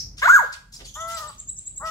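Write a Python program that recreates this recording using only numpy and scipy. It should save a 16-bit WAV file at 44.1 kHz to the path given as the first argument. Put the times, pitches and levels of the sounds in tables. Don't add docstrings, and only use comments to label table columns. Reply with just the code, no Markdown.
import sys
import numpy as np
from scipy import signal
from scipy.fft import rfft, irfft
from scipy.io import wavfile
from scipy.ndimage import uniform_filter1d

SR = 44100
rng = np.random.default_rng(int(sys.argv[2]) if len(sys.argv) > 2 else 0)


def bounce(signal):
    frames = np.transpose(np.atleast_2d(signal))
    limited = np.clip(frames, -1, 1)
    pcm = np.round(limited * 32767).astype(np.int16)
    wavfile.write(sys.argv[1], SR, pcm)


def boost_factor(decibels):
    exponent = np.asarray(decibels, float) / 20
    return 10 ** exponent


N = 83790
TAIL = rng.standard_normal((2, int(.7 * SR)))


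def curve(table, x, col=1):
    rows = np.array(table, float)
    return np.interp(x, rows[:, 0], rows[:, col])


def colour(table, hz):
    rows = np.array(table, float)
    return boost_factor(np.interp(np.log(np.maximum(hz, 1)), np.log(rows[:, 0]), rows[:, 1]))


def walk(rate_hz):
    k = max(int(SR / rate_hz), 2)
    steps = np.repeat(rng.standard_normal(N // k + 1), k)
    return 0.63 * uniform_filter1d(uniform_filter1d(steps, k), k)[:N]


def band(x, hz, width_hz):
    edges = np.clip([hz - width_hz / 2, hz + width_hz / 2], 20, .45 * SR)
    y = signal.sosfilt(signal.butter(2, edges, "band", fs=SR, output="sos"), x)
    return y / np.std(y)


def earlier_call():
    # hz, width_hz, level_db
    ringing = [(5500, 870, -25.5), (4300, 360, -47), (12100, 2500, -47), (2240, 1200, -55)]
    t60_s = 0.33
    fade = boost_factor(-60 * np.arange(N) / SR / t60_s)
    return fade * sum(boost_factor(db) * band(rng.standard_normal((2, N)), hz, w) for hz, w, db in ringing)


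def hum():
    # hz, level_db_per_hz
    rumble_spectrum = [(24, -38.5), (40, -3.5), (146, -11.5), (354, -29.5), (1590, -46), (2500, -49),
                       (3250, -83), (5500, -120)]
    # time_s, level_db
    hum_swell = [(0, 9), (.2, 5.5), (.6, -4), (.85, 3.5), (1.7, 0.5), (1.9, 6.5)]
    t, hz = np.arange(N) / SR, np.fft.rfftfreq(N, 1 / SR)

    def shaped_noise(gain):
        spectrum = rfft(rng.standard_normal(N)) * colour(rumble_spectrum, hz)
        return irfft(spectrum * (hz < 3000) * gain, N)

    mid = shaped_noise(1)
    side = shaped_noise(np.clip(hz / 800, .05, 1))
    rumble = np.array([mid + side, mid - side]) / np.std(mid)
    motor_hz = 44.4 * (1 + 0.032 * walk(3.2))
    motor = boost_factor(-56.5 + 3.0 * walk(3.0)) * np.sin(2 * np.pi * np.cumsum(motor_hz) / SR)
    hiss = boost_factor(-67.5) * band(rng.standard_normal((2, N)), 7000, 11000)
    return boost_factor(curve(hum_swell, t)) * (boost_factor(-52) * rumble + motor) + hiss


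def place(x, lead_s, pan_db, echo_db, wet_db):
    # delay_s, left_db, right_db
    echoes = [
        (.0042, -6, -14.5),
        (0.0116, -15, 1),
    ]
    # mode_hz, t60_s, level_db
    room_mode = (1632, .4, -20)
    mode_hz, mode_t60_s, mode_db = room_mode
    low_t60_s, high_t60_s, split_hz = 0.39, 0.4, 2200
    t = np.arange(int(.7 * SR)) / SR
    split = signal.butter(2, split_hz, fs=SR, output="sos")

    def tap(delay_s):
        return np.sinc((t - delay_s - .0005) * SR)

    out = []
    for side, noise in enumerate(TAIL):
        low = signal.sosfilt(split, noise)
        tail = low * boost_factor(-60 * t / low_t60_s) + (noise - low) * boost_factor(-60 * t / high_t60_s)
        tail = tail + boost_factor(mode_db - 60 * t / mode_t60_s) * np.sin(2 * np.pi * mode_hz * t + side)
        tail = tail * np.clip(t / 0.014, 0, 1) * boost_factor(wet_db) / np.sqrt(0.0085 * SR)
        near = tap(side * lead_s)
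        for echo in echoes:
            near = near + boost_factor(echo[1 + side] + echo_db) * tap(echo[0] * (1 + 0.025 * side))
        out.append(signal.fftconvolve(x, near * boost_factor(pan_db * (1.0 - side)) + tail)[:N])
    return np.array(out)


def patchy(x):
    hz, spectrum = np.fft.rfftfreq(N, 1 / SR), rfft(x)
    third = np.log2(np.maximum(hz, 1500) / 1500) * 3
    out = 0
    for k in range(12):
        share = np.clip(1 - abs(third - k), 0, 1)
        out = out + irfft(spectrum * share, N) * boost_factor(6.5 * walk(40))
    return out


def rustles():
    # start_s, rise_s, t60_s, centre_hz, level_db
    strokes = [(0.167, 0.012, 0.23, 5020, -38.5), (.17, .015, .2, 2600, -48), (.215, .02, 0.41, 3290, -35),
               (.213, .008, .12, 1900, -27), (.4, .03, 0.32, 3516, -50), (.516, .012, 0.17, 6500, -44.5),
               (.518, .012, .2, 2676, -46), (0.713, 0.018, 0.29, 6300, -42),
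               (.784, 0.0063, 0.17, 3520, -44.5), (.842, .006, .2, 5500, -42),
               (.938, .008, 0.54, 4810, -51), (1.062, .04, 0.394, 5774, -40),
               (1.062, .02, 0.3, 9840, -43.5), (1.065, .03, 0.33, 2960, -43.5),
               (1.155, 0.017, .3, 4490, -37), (1.155, .02, 0.27, 12550, -42),
               (1.19, 0.013, .3, 6150, -45.5), (1.27, .03, .22, 4700, -49.5), (1.28, .015, .4, 8920, -60),
               (1.37, .02, 0.51, 4030, -62.5), (1.574, .015, .4, 3500, -62.5),
               (1.659, .015, .4, 3500, -66.5), (1.75, .012, .35, 13300, -53), (1.815, .05, .3, 4420, -45),
               (1.845, .02, .3, 9500, -52), (.76, 0.054, 0.44, 445, -62)]
    t, out = np.arange(N) / SR, 0
    for start, rise, t60, hz, db in strokes:
        grains = rng.standard_normal(N) * boost_factor(7.2 * walk(250))
        body = band(grains, hz, 0.88 * hz) + boost_factor(-10.5 - 4000 / hz) * band(grains, 8300, 15000)
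        age = t - start
        decay = boost_factor(-60 * np.maximum(age - rise, 0) / t60)
        out = out + body * boost_factor(db) * np.clip(age / rise, 0, 1) ** 2 * decay
    return patchy(out)


def whistles(table, overtones_db, bend, swell_db, rough):
    swell_shares = [1.8, 1, 1.6, .25]
    t, out = np.arange(N) / SR, 0
    hoarse = [1 + rough * k ** 1.6 * walk(2000) for k in range(1, len(overtones_db) + 1)]
    for end, length, from_hz, to_hz, db in table:
        u = np.clip((t - end) / length + 1, 0, 1)
        hz = from_hz + (to_hz - from_hz) * np.sin(np.pi / 2 * u) ** bend
        phase = 2 * np.pi * np.cumsum(hz) / SR
        swell = swell_db * (np.minimum(u / 0.9, 1) - 1)
        shape = np.clip(u / .15, 0, 1) * np.clip((1 - u) / .25, 0, 1)
        note = 0
        for k, (tone_db, flutter, share) in enumerate(zip(overtones_db, hoarse, swell_shares), 1):
            note = note + boost_factor(tone_db + share * swell) * flutter * np.sin(k * phase)
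        out = out + boost_factor(db) * shape * note
    return out


def pips():
    # end_s, length_s, from_hz, to_hz, level_db
    pip_notes = [(.746, .011, 5300, 5500, -35), (.772, .011, 4900, 5000, -35), (.862, .02, 5000, 4300, -38),
                 (.537, .012, 4900, 5050, -42), (.866, .008, 7800, 7900, -41),
                 (1.171, .012, 4800, 4900, -39), (1.182, .02, 4200, 3600, -40),
                 (1.305, .012, 4500, 4750, -41), (1.296, .035, 2300, 4600, -46),
                 (1.286, .01, 3600, 3750, -44), (.188, .012, 5600, 5300, -35),
                 (.203, .014, 4600, 5100, -34)]
    return whistles(pip_notes, [1.5], bend=1.1, swell_db=3, rough=.35)


def call(table, overtones_db, throat, jitter, shimmer_db, breath_db, rasp_db, dull_db_s):
    # hz, width_hz, level_under_tone_db
    beak_rasp = [(6600, 485, -33.5), (7500, 800, -36), (12500, 4460, -36), (15000, 1020, -41),
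                 (4000, 2500, -41.5)]
    second_hz, side_tone_db = 245.4, -3.5
    t = np.arange(N) / SR
    start, end = table[0][0], table[-1][0]
    second_db = curve(table, t, col=3)
    rough = np.clip(curve(table, t, col=4), 0, 1)
    hz = uniform_filter1d(curve(table, t), 400) * (1 + jitter * rough * walk(70))
    phase = 2 * np.pi * np.cumsum(hz) / SR
    low = 2 * np.pi * np.cumsum(second_hz * (1 + 0.04 * walk(30))) / SR
    gate = np.clip((t - start) / 0.013, 0, 1) * np.clip((end + 0.011 - t) / 0.015, 0, 1)
    tone = 0
    for k, db in enumerate(overtones_db, 1):
        dull = (k > 1) * (k * hz < 3000) * dull_db_s * np.clip(t - start, 0, .4)
        level = boost_factor(db + dull + shimmer_db * rough * walk(120))
        tone = tone + level * colour(throat, k * hz) * np.sin(k * phase)
        for sign in (-1, 1):
            level = boost_factor(db + side_tone_db + second_db + 3.6 * walk(40.41))
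            gain = level * colour(throat, k * hz + sign * second_hz)
            tone = tone + gain * np.sin(k * phase + sign * low)
    tone = tone / np.sqrt(uniform_filter1d(tone ** 2, 1500) + 1e-9)
    breath = np.sin(phase) + np.sin(2 * phase) * colour(throat, 2 * hz)
    breath = boost_factor(breath_db) * rough * walk(500) * breath
    rasp = 0
    for f, width, db in beak_rasp:
        rasp = rasp + boost_factor(db + rasp_db + 6.2 * walk(65)) * band(rng.standard_normal(N), f, width)
    return (tone + breath + rasp) * gate * boost_factor(curve(table, t, col=2))


def whoop():
    # time_s, pitch_hz, level_db, second_voice_db, roughness (0-1)
    glide = [
        (.214, 464.6, -36, -23, 1),
        (.228, 531, -14, -25, 0.3),
        (.263, 740.7, -14.5, -28.5, 0.5),
        (.279, 978, -9.5, -34, 0.5),
        (.296, 1388, -5.5, -45, 0.3),
        (.32, 1582, -12, -42.5, 0.3),
        (.35, 1642, -6.5, -37, 0.1),
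        (.39, 1020, -15, -31.5, 0.48),
        (.445, 443, -38, -21.5, 0.5),
    ]
    # hz, level_db
    near_throat = [(400, -12.5), (900, -8), (1500, 10), (2250, -7.5), (2700, -43), (5800, -47),
                   (6500, -26.5), (8200, -32.5)]
    overtones = [-4.5, 0, -3, 2.5, 0, -19, -6.5, -9.5, -9]
    return call(glide, overtones, near_throat, jitter=0.044, shimmer_db=16, breath_db=-14,
                rasp_db=5, dull_db_s=-96.5)


def far_chirps():
    # end_s, length_s, from_hz, to_hz, level_db
    far_notes = [
        (.89, .016, 2900, 3500, -37.5),
        (.962, .024, 2800, 3650, -34),
        (1.018, .018, 2800, 3600, -32.5),
        (1.882, .024, 2200, 3000, -35.5),
        (1.897, 0.02, 3400, 3650, -42),
    ]
    overtones = [-4.5, 0, -13.5, -20]
    return whistles(far_notes, overtones, bend=0.91, swell_db=2, rough=0.39)


def answers():
    # time_s, pitch_hz, level_db, second_voice_db (over the tone), roughness (0-1)
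    first = [
        (.95, 552.2, -41, 1, 0.58),
        (.972, 615.5, -35.5, -6.5, 0.16),
        (1.02, 659.4, -31, -18.5, 0.2),
        (1.152, 676.7, -31.5, -16.5, 0.03),
        (1.2, 610.7, -35.5, -13, 0.42),
        (1.214, 649, -33, -14, 0.33),
        (1.232, 594.7, -34.5, -10.5, 0.33),
        (1.286, 624.2, -37, -13, 0.41),
        (1.306, 539.3, -41, 5.5, 1),
    ]
    again = [
        (1.797, 520, -40, -14.5, 1),
        (1.816, 556.3, -36.5, 7.5, .9),
        (1.834, 615, -29.5, -6.5, .6),
        (1.855, 647, -27.5, -15.5, 0.1),
        (1.9, 645.7, -28, -16, 0.3),
    ]
    # hz, level_db
    far_throat = [(400, -43), (620, -15.5), (1000, -3.5), (1300, -3.5), (1620, -10.5), (2000, -11.5),
                  (2500, -26.5)]
    overtones = [-2, 0, -6.5]
    return sum(call(c, overtones, far_throat, jitter=0.039, shimmer_db=8.5, breath_db=-7.5,
                    rasp_db=-14.0, dull_db_s=-11.5) for c in (first, again))


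def finch():
    # end_s, length_s, from_hz, to_hz, level_db
    clear_notes = [
        (1.157, 0.022, 3500, 3930, -24.5),
        (1.505, .035, 3160, 3942, -20),
        (1.685, 0.034, 3215, 3926, -22),
        (1.789, 0.033, 3113, 3930, -22),
    ]
    hoarse_notes = [
        (1.295, 0.029, 3302, 4016, -31.5),
        (1.409, 0.031, 3010, 3780, -26),
        (1.599, 0.037, 2773, 3933, -24.5),
    ]
    clear_overtones = [-22, 4.5, -26, -40]
    hoarse_overtones = [-25, 2, -32, -42.5]
    clear = whistles(clear_notes, clear_overtones, bend=1.1, swell_db=25, rough=.16)
    return clear + whistles(hoarse_notes, hoarse_overtones, bend=1.1, swell_db=22, rough=.55)


def scene():
    mix = earlier_call() + hum()
    mix = mix + place(rustles(), lead_s=.00018, pan_db=3.0, echo_db=1.5, wet_db=-7)
    mix = mix + place(pips(), lead_s=.00019, pan_db=.8, echo_db=-14, wet_db=-11)
    mix = mix + place(whoop(), lead_s=.00015, pan_db=1.45, echo_db=-4.5, wet_db=-10.5)
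    mix = mix + place(far_chirps(), lead_s=.00015, pan_db=1.5, echo_db=-4, wet_db=-2.5)
    mix = mix + place(answers(), lead_s=.0001, pan_db=3.5, echo_db=-22, wet_db=-10.5)
    return mix + place(finch(), lead_s=.00024, pan_db=0.5, echo_db=-11.5, wet_db=-9)


def roll_off(x):
    return signal.sosfilt(signal.butter(12, 15710, fs=SR, output="sos"), x)


def record(dry):
    # hz, level_db
    mic_response = [(25, -42.5), (42, -0.5), (8250, -4), (8800, -6), (10300, -5.5), (11200, -6)]
    x = irfft(rfft(dry) * colour(mic_response, np.fft.rfftfreq(N, 1 / SR)), N)
    top_hz = 15700
    x = signal.sosfilt(signal.ellip(8, .2, 70, top_hz, fs=SR, output="sos"), x)
    return roll_off(x)


dry = scene()
out = record(dry)
bounce(out)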